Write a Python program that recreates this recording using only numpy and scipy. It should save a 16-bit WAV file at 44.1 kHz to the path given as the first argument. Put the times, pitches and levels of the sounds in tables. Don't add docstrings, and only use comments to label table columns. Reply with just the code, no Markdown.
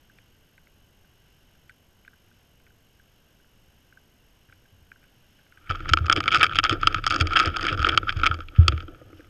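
import sys
import numpy as np
from scipy import signal
from scipy.fft import rfft, irfft, next_fast_len
from scipy.io import wavfile
from scipy.ndimage import uniform_filter1d, map_coordinates

SR = 44100
rng = np.random.default_rng(int(sys.argv[2]) if len(sys.argv) > 2 else 0)


def dump(signal):
    limited = np.clip(np.atleast_2d(signal).T, -1, 1)
    pcm = np.round(limited * 32767).astype(np.int16)
    wavfile.write(sys.argv[1], SR, pcm)


def convert_level_to_amplitude(level_db):
    exponent = np.asarray(level_db, float) / 20
    return 10 ** exponent


N = 409688

CRACK = 1.17


def unit(x):
    return x / np.sqrt(np.mean(x ** 2) + 1e-20)


def wobble(rate):
    values = rng.standard_normal(int(N * rate / SR) + 4)
    return map_coordinates(values, [np.arange(N) * rate / SR])


def curves(rows):
    s, *columns = np.transpose(rows)
    return [np.interp(np.arange(N) / SR, s, column, left=-120) for column in columns]


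def place(times, shapes):
    starts = np.round(np.asarray(times) * SR).astype(int)[:, None]
    at = starts + np.arange(shapes.shape[1])
    return np.bincount(at.ravel(), shapes.ravel(), N + SR)[:N]


def filtered(x, response):
    n = x.shape[-1]
    padded = 2 * next_fast_len(n // 2 + 2048)
    spectrum = rfft(x, padded) * response(np.fft.rfftfreq(padded, 1 / SR))
    return irfft(spectrum, padded)[..., :n]


def along(points, hz):
    f, db = np.transpose(points)
    return convert_level_to_amplitude(np.interp(np.log(hz + 1), np.log(f), db))


def quieter(table, drop_db):
    return [(centre, width, db - drop_db) for centre, width, db in table]


# f/Hz, level/dB
WALL = [(20, 8.5), (780, 7), (1010, -8.5), (1210, 3), (6000, -9), (11000, -17), (14000, -14.5),
        (16000, -43.5)]


def resonance(table, hz):
    power = 0
    for centre, width, db in table:
        damping = (hz * width) ** 2
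        peak = damping / ((centre * centre - hz * hz) ** 2 + damping)
        power = power + convert_level_to_amplitude(2 * db) * peak ** 2
    return np.sqrt(power) * along(WALL, hz)


def modes(table, hz):
    cepstrum = irfft(np.log(resonance(table, hz) + 1e-7))
    cepstrum[1:len(hz) - 1] *= 2
    cepstrum[len(hz):] = 0
    return np.exp(rfft(cepstrum))


def snaps(times, parts, rise_s, t60_s, blow=0, size=2048):
    t = np.arange(size) / SR
    draw = rng.standard_normal((len(times), size + 1))
    fall_s = t60_s * convert_level_to_amplitude(2.5 * draw[:, :1])
    force = draw[:, 1:] * (1 - np.exp(-t / rise_s)) ** 2 * convert_level_to_amplitude(-60 * t / fall_s)
    force[:, int(rise_s * SR)] += blow * np.sign(draw[:, 0]) * np.linalg.norm(force, axis=1)
    out = 0
    for table, peak_db in parts:
        rung = filtered(force, lambda hz: modes(table, hz))
        out = out + convert_level_to_amplitude(peak_db)[:, None] * rung / np.abs(rung).max(axis=1, keepdims=True)
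    return place(times, out)


# f/Hz, level/dB per Hz
HISS = [(20, -1), (100, -3.5), (300, -13), (1000, -21.5), (3000, -32.5), (8000, -34), (14800, -39.5),
        (15300, -67)]
# f/Hz, level/dB rms
CLOCK = [(2000, -91), (3000, -82), (4000, -98), (5000, -96)]


def electronics():
    t = np.arange(N) / SR
    hiss = unit(filtered(rng.standard_normal(N), lambda hz: along(HISS, hz)))
    tones = sum(np.sqrt(2) * convert_level_to_amplitude(db) * np.sin(2 * np.pi * hz * t) for hz, db in CLOCK)
    frame_hz = 47.952
    begin, end = .405, .82
    frame, part = np.divmod(t * frame_hz, 1)
    since_s = (part - begin) / frame_hz
    reading = uniform_filter1d(1. * (part > begin) * (part < end), size=30)
    start = rng.uniform(0, 2 * np.pi, int(frame[-1]) + 1)[frame.astype(int)]
    high = np.sin(2 * np.pi * 12895 * since_s + start)
    low = np.sin(2 * np.pi * 6480 * since_s + np.pi / 2 * (frame % 2) + .3 * start)
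    whine = reading * (convert_level_to_amplitude(-71) * high + convert_level_to_amplitude(-73) * low)
    return convert_level_to_amplitude(-61.0) * hiss + tones + whine


# f/Hz, width/Hz, level/dB
AIR = [(1560, 350, 1), (2160, 840, -3), (2940, 620, 8), (3670, 2200, -3.5), (5400, 890, 3.5),
       (6740, 710, -10.5), (8240, 710, -6), (9200, 360, -7), (10580, 610, 3.5), (13000, 1800, -3.5)]
# t/s, rise of the rustle level/dB
RETREAT = [
    (8.6, -4),
    (8.85, -1),
    (9.051, 0),
    (9.21, 4.5),
    (9.29, -0.5),
]


def wood():
    near_db = np.interp(np.arange(N) / SR, *np.transpose(RETREAT), left=0)
    crackle_db = near_db * (1 + .7 * wobble(97))
    rustle = convert_level_to_amplitude(crackle_db + 0.66 * wobble(3.7)) * rng.standard_normal(N)
    return convert_level_to_amplitude(-59.0) * filtered(rustle, lambda hz: resonance(AIR, hz))


# f/Hz, width/Hz, level/dB
PORT = [(1566, 253, 0)]
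PORT_UPPER = [(2040, 680, 5), (2310, 350, 6.5), (3590, 500, -6), (4370, 550, -9), (8200, 830, -3)]
# t/s, peak level/dB, upper resonance level/dB against the peak
CHEWS = [(0.098, -48.5, -17), (0.186, -46, 3.5), (0.579, -51, 7.5), (0.6705, -55.5, 7.5), (1.046, -56, -15),
         (1.695, -41, 4.5), (1.7022, -47, -17), (1.709, -49, -17), (2.049, -51.5, 5), (2.062, -58, 0),
         (2.078, -36.5, -5.5), (2.274, -63, 5), (2.673, -56, 2), (4.497, -49, -7), (4.655, -55, 0),
         (4.928, -55, -5), (5.051, -56, -7), (5.581, -50, -3), (5.589, -55, -3), (5.598, -61, -4),
         (5.667, -51, 2), (5.673, -45, 7), (1.55, -58, -2), (2.6, -60, 4), (3.4, -57, -5),
         (9.194, -54, 5.5), (9.205, -44, -2), (9.13, -52, 3.5), (9.245, -58, 8), (2.1321, -49, -16),
         (2.137, -53, -22), (2.313, -55, -14), (2.6664, -55, 8), (2.705, -53, -14), (2.997, -49, -10),
         (3.445, -53, -16), (3.925, -46.5, -5), (3.972, -43.5, -19), (4.488, -55, -7), (4.525, -44.5, 0),
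         (4.917, -35, -2), (4.959, -49.5, -20), (5.028, -54, 2), (5.04, -52.5, 3), (5.3896, -53.5, 0),
         (5.465, -55, 0), (5.523, -44.5, -2), (5.573, -43, -3), (5.6434, -62, 1)]


def chews():
    s, db, upper_db = np.transpose(CHEWS)
    parts = [(PORT, db - .6), (PORT_UPPER, db + upper_db - .6)]
    return snaps(s - .0005, parts, rise_s=0.00062, t60_s=0.015, blow=CRACK)


# t/s, peak level/dB, f/Hz, time to fall by 60 dB t60/s
PUSHES = [(4.485, -52.5, 104, 0.29), (4.723, -48.5, 107, 0.2), (4.811, -50.5, 98, 0.18),
          (5.695, -19, 101, 0.13), (5.911, -14, 88, 0.2), (6.005, -16, 91, 0.19), (6.17, -21, 104, 0.17),
          (6.376, -28.5, 105, 0.38), (6.708, -15.5, 117.6, 0.1), (6.846, -28.5, 117, 0.15),
          (6.956, -18.5, 117.6, 0.1), (7.206, -12.5, 95, 0.22), (7.469, -13, 94, 0.094),
          (7.717, -21.5, 107.4, 0.21), (7.792, -16.5, 82, 0.18), (7.946, -26, 114, 0.17),
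          (8.16, -19.5, 91, 0.29), (8.298, -21.5, 92.8, 0.27), (8.585, 3, 94.5, 0.13),
          (8.682, -14.5, 82.1, 0.21), (8.729, -19, 94.4, 0.21)]


def pushes():
    s, db, hz, t60 = np.array(PUSHES).T[:, :, None]
    t = np.arange(SR // 2) / SR
    swing = convert_level_to_amplitude(-60 * t / (1.56 * t60)) * np.sin(2 * np.pi * .88 * hz * t + 1.36)
    jolt = 1.92 * convert_level_to_amplitude(-60 * t / (0.36 * t60)) * np.sin(2 * np.pi * 1.177 * hz * t - .3)
    onset = (1 - np.exp(-t / 0.0058)) ** 2
    return place(s[:, 0], convert_level_to_amplitude(db - 1.74) * onset * (swing + jolt))


# f/Hz, width/Hz, level/dB
MOUNT = [(82, 39, 4.1), (104, 58, 2.3)]
# t/s, shake level/dB, pressure rumble level/dB
LEAN = [(5.5, -80, -95), (5.73, -56, -41), (5.85, -39.5, -41), (6.4, -42, -47.5), (7.1, -42, -37.5),
        (8.06, -42, -44), (8.14, -43.5, -37), (8.55, -62.5, -47), (8.61, -39, -41.5), (8.75, -45, -38),
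        (8.96, -56.5, -52.5), (9.16, -57, -68), (9.29, -60.5, -60)]


def lean():
    shake_db, rumble_db = curves(LEAN)
    shake = unit(filtered(rng.standard_normal(N), lambda hz: resonance(MOUNT, hz)))
    air = [(26.3, 12, 0.0088)]  # f/Hz, width/Hz, level/dB
    rumble = unit(filtered(rng.standard_normal(N), lambda hz: resonance(air, hz)))
    return convert_level_to_amplitude(shake_db + 2.2) * shake + convert_level_to_amplitude(rumble_db + 1.8) * rumble


# t/s, length/s, rasp level/dB, ring level/dB against it
RASPS = [(5.694, 0.027, -38.5, -4), (5.73, 0.031, -65, 15), (5.881, 0.02, -33, -4), (6.056, 0.013, -50, -4),
         (6.119, 0.011, -22.5, -3.5), (6.158, 0.034, -33.5, 0), (6.278, 0.015, -28.5, -2),
         (6.311, 0.036, -31, 1), (6.343, 0.02, -29.5, 7.5), (6.403, 0.022, -32, 4.5),
         (6.432, 0.013, -18.5, -2), (6.508, 0.022, -43, 7), (6.566, .02, -52, 0), (6.586, 0.013, -23, 1),
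         (6.641, 0.036, -39, -2), (6.707, 0.03, -40, 1), (6.799, 0.068, -47.5, 0),
         (6.948, 0.051, -43.5, 10.5), (7.054, 0.028, -40.5, 4.5), (7.103, 0.027, -40, -1),
         (7.133, 0.034, -42, 12.5), (7.164, 0.023, -47, 0), (7.201, 0.017, -26, -7), (7.307, 0.04, -41, 9),
         (7.358, 0.022, -22.5, 5.5), (7.385, 0.048, -32.5, -0.5), (7.449, 0.035, -34, -1),
         (7.547, 0.034, -51, 13), (7.608, 0.027, -34, 0), (7.64, 0.035, -36, 7), (7.682, 0.022, -28, -7),
         (7.708, 0.042, -39.5, 5.5), (7.785, 0.039, -43, 7), (7.84, 0.039, -37, 2),
         (7.889, 0.0086, -21, -1), (7.902, 0.044, -41, 11), (8.075, 0.02, -42, 10),
         (8.091, 0.017, -30.5, -4), (8.162, 0.015, -44, 6), (8.231, 0.015, -47, 10), (8.266, 0.012, -36, 7),
         (8.287, 0.012, -45, 2), (8.551, 0.036, -49, 0), (8.59, 0.045, -58, 13), (8.322, 0.031, -53, 17),
         (8.413, 0.027, -58.5, 5), (8.695, 0.026, -57, 2)]


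def rasps():
    s, length_s, db, ring_db = np.transpose(RASPS)
    steps = []
    for level in (convert_level_to_amplitude(db), convert_level_to_amplitude(db + ring_db)):
        steps.append(place(s, level[:, None]) - place(s + length_s, level[:, None]))
    edge = int(0.0055 * SR)
    return np.abs(uniform_filter1d(np.cumsum(steps, axis=1), edge, axis=1))


# release t/s, drone level/dB
PRESSES = [(5.718, -37), (5.932, -35.5), (6.179, -33), (6.44, -41.5), (6.73, -39.5), (6.97, -52),
           (7.22, -39), (7.469, -38.5), (7.64, -40), (7.73, -35), (7.881, -33.5), (8.17, -60),
           (8.28, -38.5), (8.622, -53)]


def lid_level(scrape_db):
    s, db = np.array(PRESSES).T[:, :, None]
    t = np.arange(-SR // 2, SR // 2) / SR
    press_db_per_s, release_db_per_s = 195, 255
    fall_db = np.where(t < 0, -press_db_per_s * t, release_db_per_s * t)
    swells = place(s[:, 0] - .5, convert_level_to_amplitude(db - fall_db))
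    touching = np.arange(N) > PRESSES[0][0] * SR - SR // 50
    murmur_db = -60.5
    return convert_level_to_amplitude(scrape_db - 4.5) + touching * (swells + convert_level_to_amplitude(murmur_db))


# f/Hz, width/Hz, level/dB
RING = [(1323, 217, 5.5), (1378, 413, -6.5)]
BODY = [(2315, 258, -1.4), (2586, 520, -2.5), (3186, 472, 0.93)]
EDGE = [(4616, 210, 4.5), (5020, 680, 5.5), (6550, 610, -4.5), (8300, 1740, -9.5), (8970, 300, -31.5),
        (10300, 500, -19.5), (11860, 1500, -41), (13330, 1500, -33)]
# f/Hz, width/Hz, level/dB
LID = [(316, 87, 0.5), (350, 460, -8.5), (484, 110, -7.5), (670, 83, -12)]
# t/s, scrape level/dB
DRAG = [(5.5, -83), (5.66, -63.5), (5.7, -52.5), (5.87, -49.5), (6.03, -52), (6.18, -56), (6.3, -44.5),
        (6.45, -39.5), (6.49, -53.5), (6.62, -59.5), (6.73, -36.5), (6.77, -54.5), (6.9, -44),
        (7.02, -53.5), (7.47, -41.5), (7.77, -54.5), (8.02, -54), (8.28, -46.5)]
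# t/s, scrape level/dB
BRUSH = [
    (8.35, -55),
    (8.44, -69),
    (8.54, -62.5),
    (8.66, -51),
    (8.751, -52.5),
    (8.93, -66),
    (9.29, -73),
]


def drag():
    scrape_db, = curves(DRAG + BRUSH)
    clumps_db = 3 * wobble(30)
    catches = np.clip(wobble(500) - .3, 0, 1.6)
    grains = convert_level_to_amplitude(.6 * clumps_db + 6.5 * catches) * rng.standard_normal(N)
    case = quieter(BODY, 3.5) + quieter(EDGE[:2], 20.0) + quieter(EDGE[2:], 24.0) + [(1744, 410, -5)]
    body = unit(filtered(grains, lambda hz: modes(case, hz)))
    ring = unit(filtered(grains * convert_level_to_amplitude(2.16 * wobble(45)), lambda hz: modes(RING, hz)))
    lid_force = convert_level_to_amplitude(1.2 * clumps_db + 2.76 * wobble(14)) * rng.standard_normal(N)
    lid_modes = LID[:1] + quieter(LID[1:], 1.0)
    lid = unit(filtered(lid_force, lambda hz: resonance(lid_modes, hz)))
    rasp, flare = rasps()
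    bed = convert_level_to_amplitude(scrape_db)
    return (bed + rasp) * body + (convert_level_to_amplitude(5.5) * bed + flare) * ring + lid_level(scrape_db) * lid


def slips(rows, rise_s, t60_s, sparkle_db, blow):
    s, db, ring_db, edge_db = np.transpose(rows)
    main = [(BODY, db - .6), (RING, db + ring_db - .6), (EDGE[:3], db + edge_db - .6)]
    after = [(table, peak_db - drop_db) for (table, peak_db), drop_db in zip(main, (17, 17, 21))]
    top_db = 1.14 * db + edge_db + sparkle_db
    parts = main + [(EDGE[3:], top_db), (LID[:3], db + ring_db - 21)]
    snap = snaps(s - .65 * rise_s, parts, rise_s, t60_s, blow)
    return snap + snaps(s + .003, after, rise_s=0.00087, t60_s=0.016, size=1536)


# t/s, peak level/dB, 1.3 kHz ring
# level/dB and bright edge level/dB against the peak
HARD_CONTACTS = [(5.9353, -3.5, 0, -7.5), (5.9723, -12.5, 1, -17), (6.0979, -6.5, 2, -13), (6.126, -8, -2, -3.5),
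                 (6.1627, -11.5, -8, -11), (6.2793, -8.5, -3, -14.5), (6.3226, -11, -8, -17),
                 (6.3462, -5, -4, -11.5), (6.4304, -2, -6.5, -15), (6.4419, -9, 2.5, -8), (6.5872, -2.5, -7, -12),
                 (6.6394, -12.5, 1, -2), (6.695, -8.5, -4, -11), (6.872, -3.5, 0, -8), (6.9447, -12.5, 0, -13.5),
                 (7.0655, -13.5, 2, -1), (7.1066, -13.5, -0.5, -6.5), (7.2104, -10.5, -2.5, -2.5),
                 (7.3607, -11.5, 3, -10.5), (7.3704, -9.5, 4, -9.5), (7.3983, -7.5, -1, -8),
                 (7.6851, -15, -19, -19), (7.8458, -8, 0.5, -29), (7.889, -10.5, -4, -8.5),
                 (7.9756, -3, -1.5, -12), (8.093, -13, -1, -29), (8.2339, -12, 4.5, -22), (8.2642, -4, -7, -15.5),
                 (8.2704, -7.5, -4.5, -14), (8.6812, -3, -6, -6.5),
                 (5.701, -24.5, 7.5, -10), (5.8918, -20.5, 1, -3), (6.059, -30, 1, -7), (6.2041, -17.5, 1.5, -6),
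         (6.239, -22.5, -0.5, -8), (6.3566, -15.5, 4, -3), (6.372, -14.5, -5, -10),
         (6.411, -10.5, -0.5, -20), (6.4655, -14, -6.5, -16), (6.556, -14.5, -3, -11),
         (6.649, -11, -2, -17), (6.6645, -14.5, -7, -29), (6.7096, -16.5, 0, -15), (6.831, -15.5, 6, -19),
         (7.04, -21.5, 2, -11), (7.076, -17.5, 2, -2), (7.123, -20, 4, -4), (7.143, -17, -8, -5.5),
         (7.161, -25.5, 4, 5.5), (7.201, -22, -8, 0), (7.271, -17, -12, -7.5), (7.3337, -15, -7, -12),
         (7.391, -10.5, -5.5, -10), (7.458, -19.5, 3, 0.5), (7.568, -19, 0.5, -2.5), (7.7274, -24, 7.5, -4),
         (7.8674, -17.5, 7, -10), (7.9191, -22.5, -10, -15), (8.3121, -21, 9, -21), (8.7218, -25, 0, -19),
         (8.389, -40, 6, -12), (8.825, -44.5, 8, -3), (6.3282, -12.5, -4, -14.5), (7.698, -25, -6, -14)]


def hard_contacts():
    return slips(HARD_CONTACTS, rise_s=0.001807, t60_s=0.0053, sparkle_db=-15, blow=CRACK)


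# t/s, peak level/dB, 1.3 kHz ring level/dB and
# bright edge level/dB against the peak
SMALL_SLIPS = [(5.709, -23, 7, -8.5), (5.7203, -28, 0, -19), (5.7486, -36, 9, -22), (5.7552, -31.5, 5, -9),
               (5.8046, -35, 6, -15), (5.8569, -35, 9.5, -28), (5.8968, -21.5, 0.5, -6.5),
               (5.9113, -34, 1, -14), (5.9221, -30, -3, -15), (5.9864, -28, 7.5, -11),
               (6.0442, -40.5, 14.5, -21), (6.0648, -25.5, -2, -6), (6.0824, -34.5, 14, -9),
               (6.1133, -18, 5, -28), (6.1193, -21.5, 4, -14), (6.172, -21, -3, -10), (6.2137, -37, 4, -27),
               (6.2305, -28, -7, -30), (6.2579, -25.5, 5, -11), (6.267, -36, 8, -11),
               (6.2838, -12, -4, -23), (6.3066, -21, -10, -24), (6.3171, -17.5, 0, -13),
               (6.338, -16, 1.5, -21), (6.3638, -13.5, 4, -11), (6.3843, -27.5, -7, -3),
               (6.3955, -24, -2, -4), (6.4554, -22.5, 5, -13), (6.4947, -25.5, 2.5, -23),
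               (6.5241, -27.5, 2.5, -29), (6.5336, -21.5, -6, -24), (6.5478, -23, -6, -17),
               (6.5615, -20, -9, -12), (6.5674, -16, -10, -18), (6.5786, -26, -5, -26),
               (6.597, -13.5, -2.5, -29), (6.6321, -20, -2, -26), (6.6567, -19.5, 4, -12),
               (6.7033, -27, 0, -4), (6.7274, -20.5, 0, -6.5), (6.7343, -32, 2, -12), (6.8137, -32, -2, -4),
               (6.9144, -36, 8, -16), (6.9264, -29, -4, -7), (6.9828, -32, 5, -24), (7.0449, -27, -3, -12),
               (7.0926, -31, -12, -24), (7.1008, -23, -9, 0), (7.112, -16, 2.5, -11), (7.1823, -32, -3, -7),
               (7.1902, -32, 1, -4), (7.2217, -24.5, 3, -7), (7.308, -34, 9, -16), (7.32, -33, 7, -8),
              (7.3825, -25, 11, -5), (7.4044, -16.5, 4.5, -8), (7.4143, -18, 2, -19), (7.428, -27, -2, 0),
              (7.4361, -24.5, 6.5, -8), (7.4748, -26, 5.5, -5), (7.542, -27, 0, -28),
              (7.562, -18.5, 0.5, -16), (7.5854, -29, 0, -15), (7.594, -28.5, 8, -12),
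              (7.6098, -21.5, -10, -7), (7.614, -29, -6, -11), (7.628, -23, 2, -4), (7.6424, -25, -1, -11),
              (7.651, -17, 0.5, -12), (7.6664, -18.5, 4, -5.5), (7.675, -33, 5, -20),
              (7.6915, -19.5, -4, -18), (7.7487, -34, 7, -17), (7.7752, -29, 4.5, -7),
              (7.793, -25, -1, -7.5), (7.8018, -26, 1, -12), (7.819, -25, 5, -5), (7.828, -21.5, 7, -4.5),
              (7.857, -28.5, 4, -6), (7.8793, -25, 7, -23), (7.947, -23.5, 4, -13), (7.965, -37, 6, -4),
              (8.0298, -38, 14, -21), (8.125, -26, 0, -7), (8.17, -31, -3, -6), (8.19, -35.5, 8, -8),
              (8.1978, -23.5, -2, -20), (8.2147, -30, 5, -10), (8.241, -16.5, 3, -13),
              (8.25, -27.5, 9, -25), (8.2583, -13, 1.5, -15), (8.3425, -27.5, 3.5, -6.5),
              (8.4049, -30, 3.5, -12.5), (8.485, -30.5, -12, -20), (8.562, -33.5, -8, -31),
              (8.691, -30, -11, -21), (8.778, -30.5, 1, -13), (8.804, -29.5, -3, -16),
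              (8.882, -41.5, 4, -23), (8.9467, -46.5, 3, -16)]


def small_slips():
    return slips(SMALL_SLIPS, rise_s=0.00137, t60_s=0.0057, sparkle_db=-15.5, blow=CRACK / 2)


# t/s, peak level/dB
BUMPS = [(5.8, -34), (5.934, -22.5), (6.115, -36), (7.368, -23.5), (7.725, -26.5), (8.951, -53),
         (6.586, -23.5), (6.722, -20), (6.98, -30.5), (7.152, -23.5), (7.409, -26.5), (7.647, -24),
         (8.027, -26), (8.262, -24), (8.385, -30.5), (8.414, -49), (8.68, -22), (8.722, -27),
         (8.776, -35.5), (8.827, -36), (8.877, -31), (9.012, -36.5), (9.098, -42), (9.126, -35.5),
         (9.192, -36.5)]


def bumps():
    s, db = np.transpose(BUMPS)
    return snaps(s, [(LID[::2], db - 3.5), (RING, db - 13)], rise_s=0.00292, t60_s=0.028, blow=CRACK)


def scene():
    quiet = electronics() + wood() + chews()
    rub = pushes() + lean() + drag() + hard_contacts() + small_slips() + bumps()
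    return (quiet + rub)[None]


def top_cut(x):
    return signal.sosfilt(signal.butter(12, 15800, fs=SR, output="sos"), x)


def record(dry):
    held = dry / (1 + np.abs(dry) ** 20) ** (1 / 20)
    mix = filtered(held, lambda hz: hz < 15750)
    return top_cut(mix)


dry = scene()
out = record(dry)
dump(out)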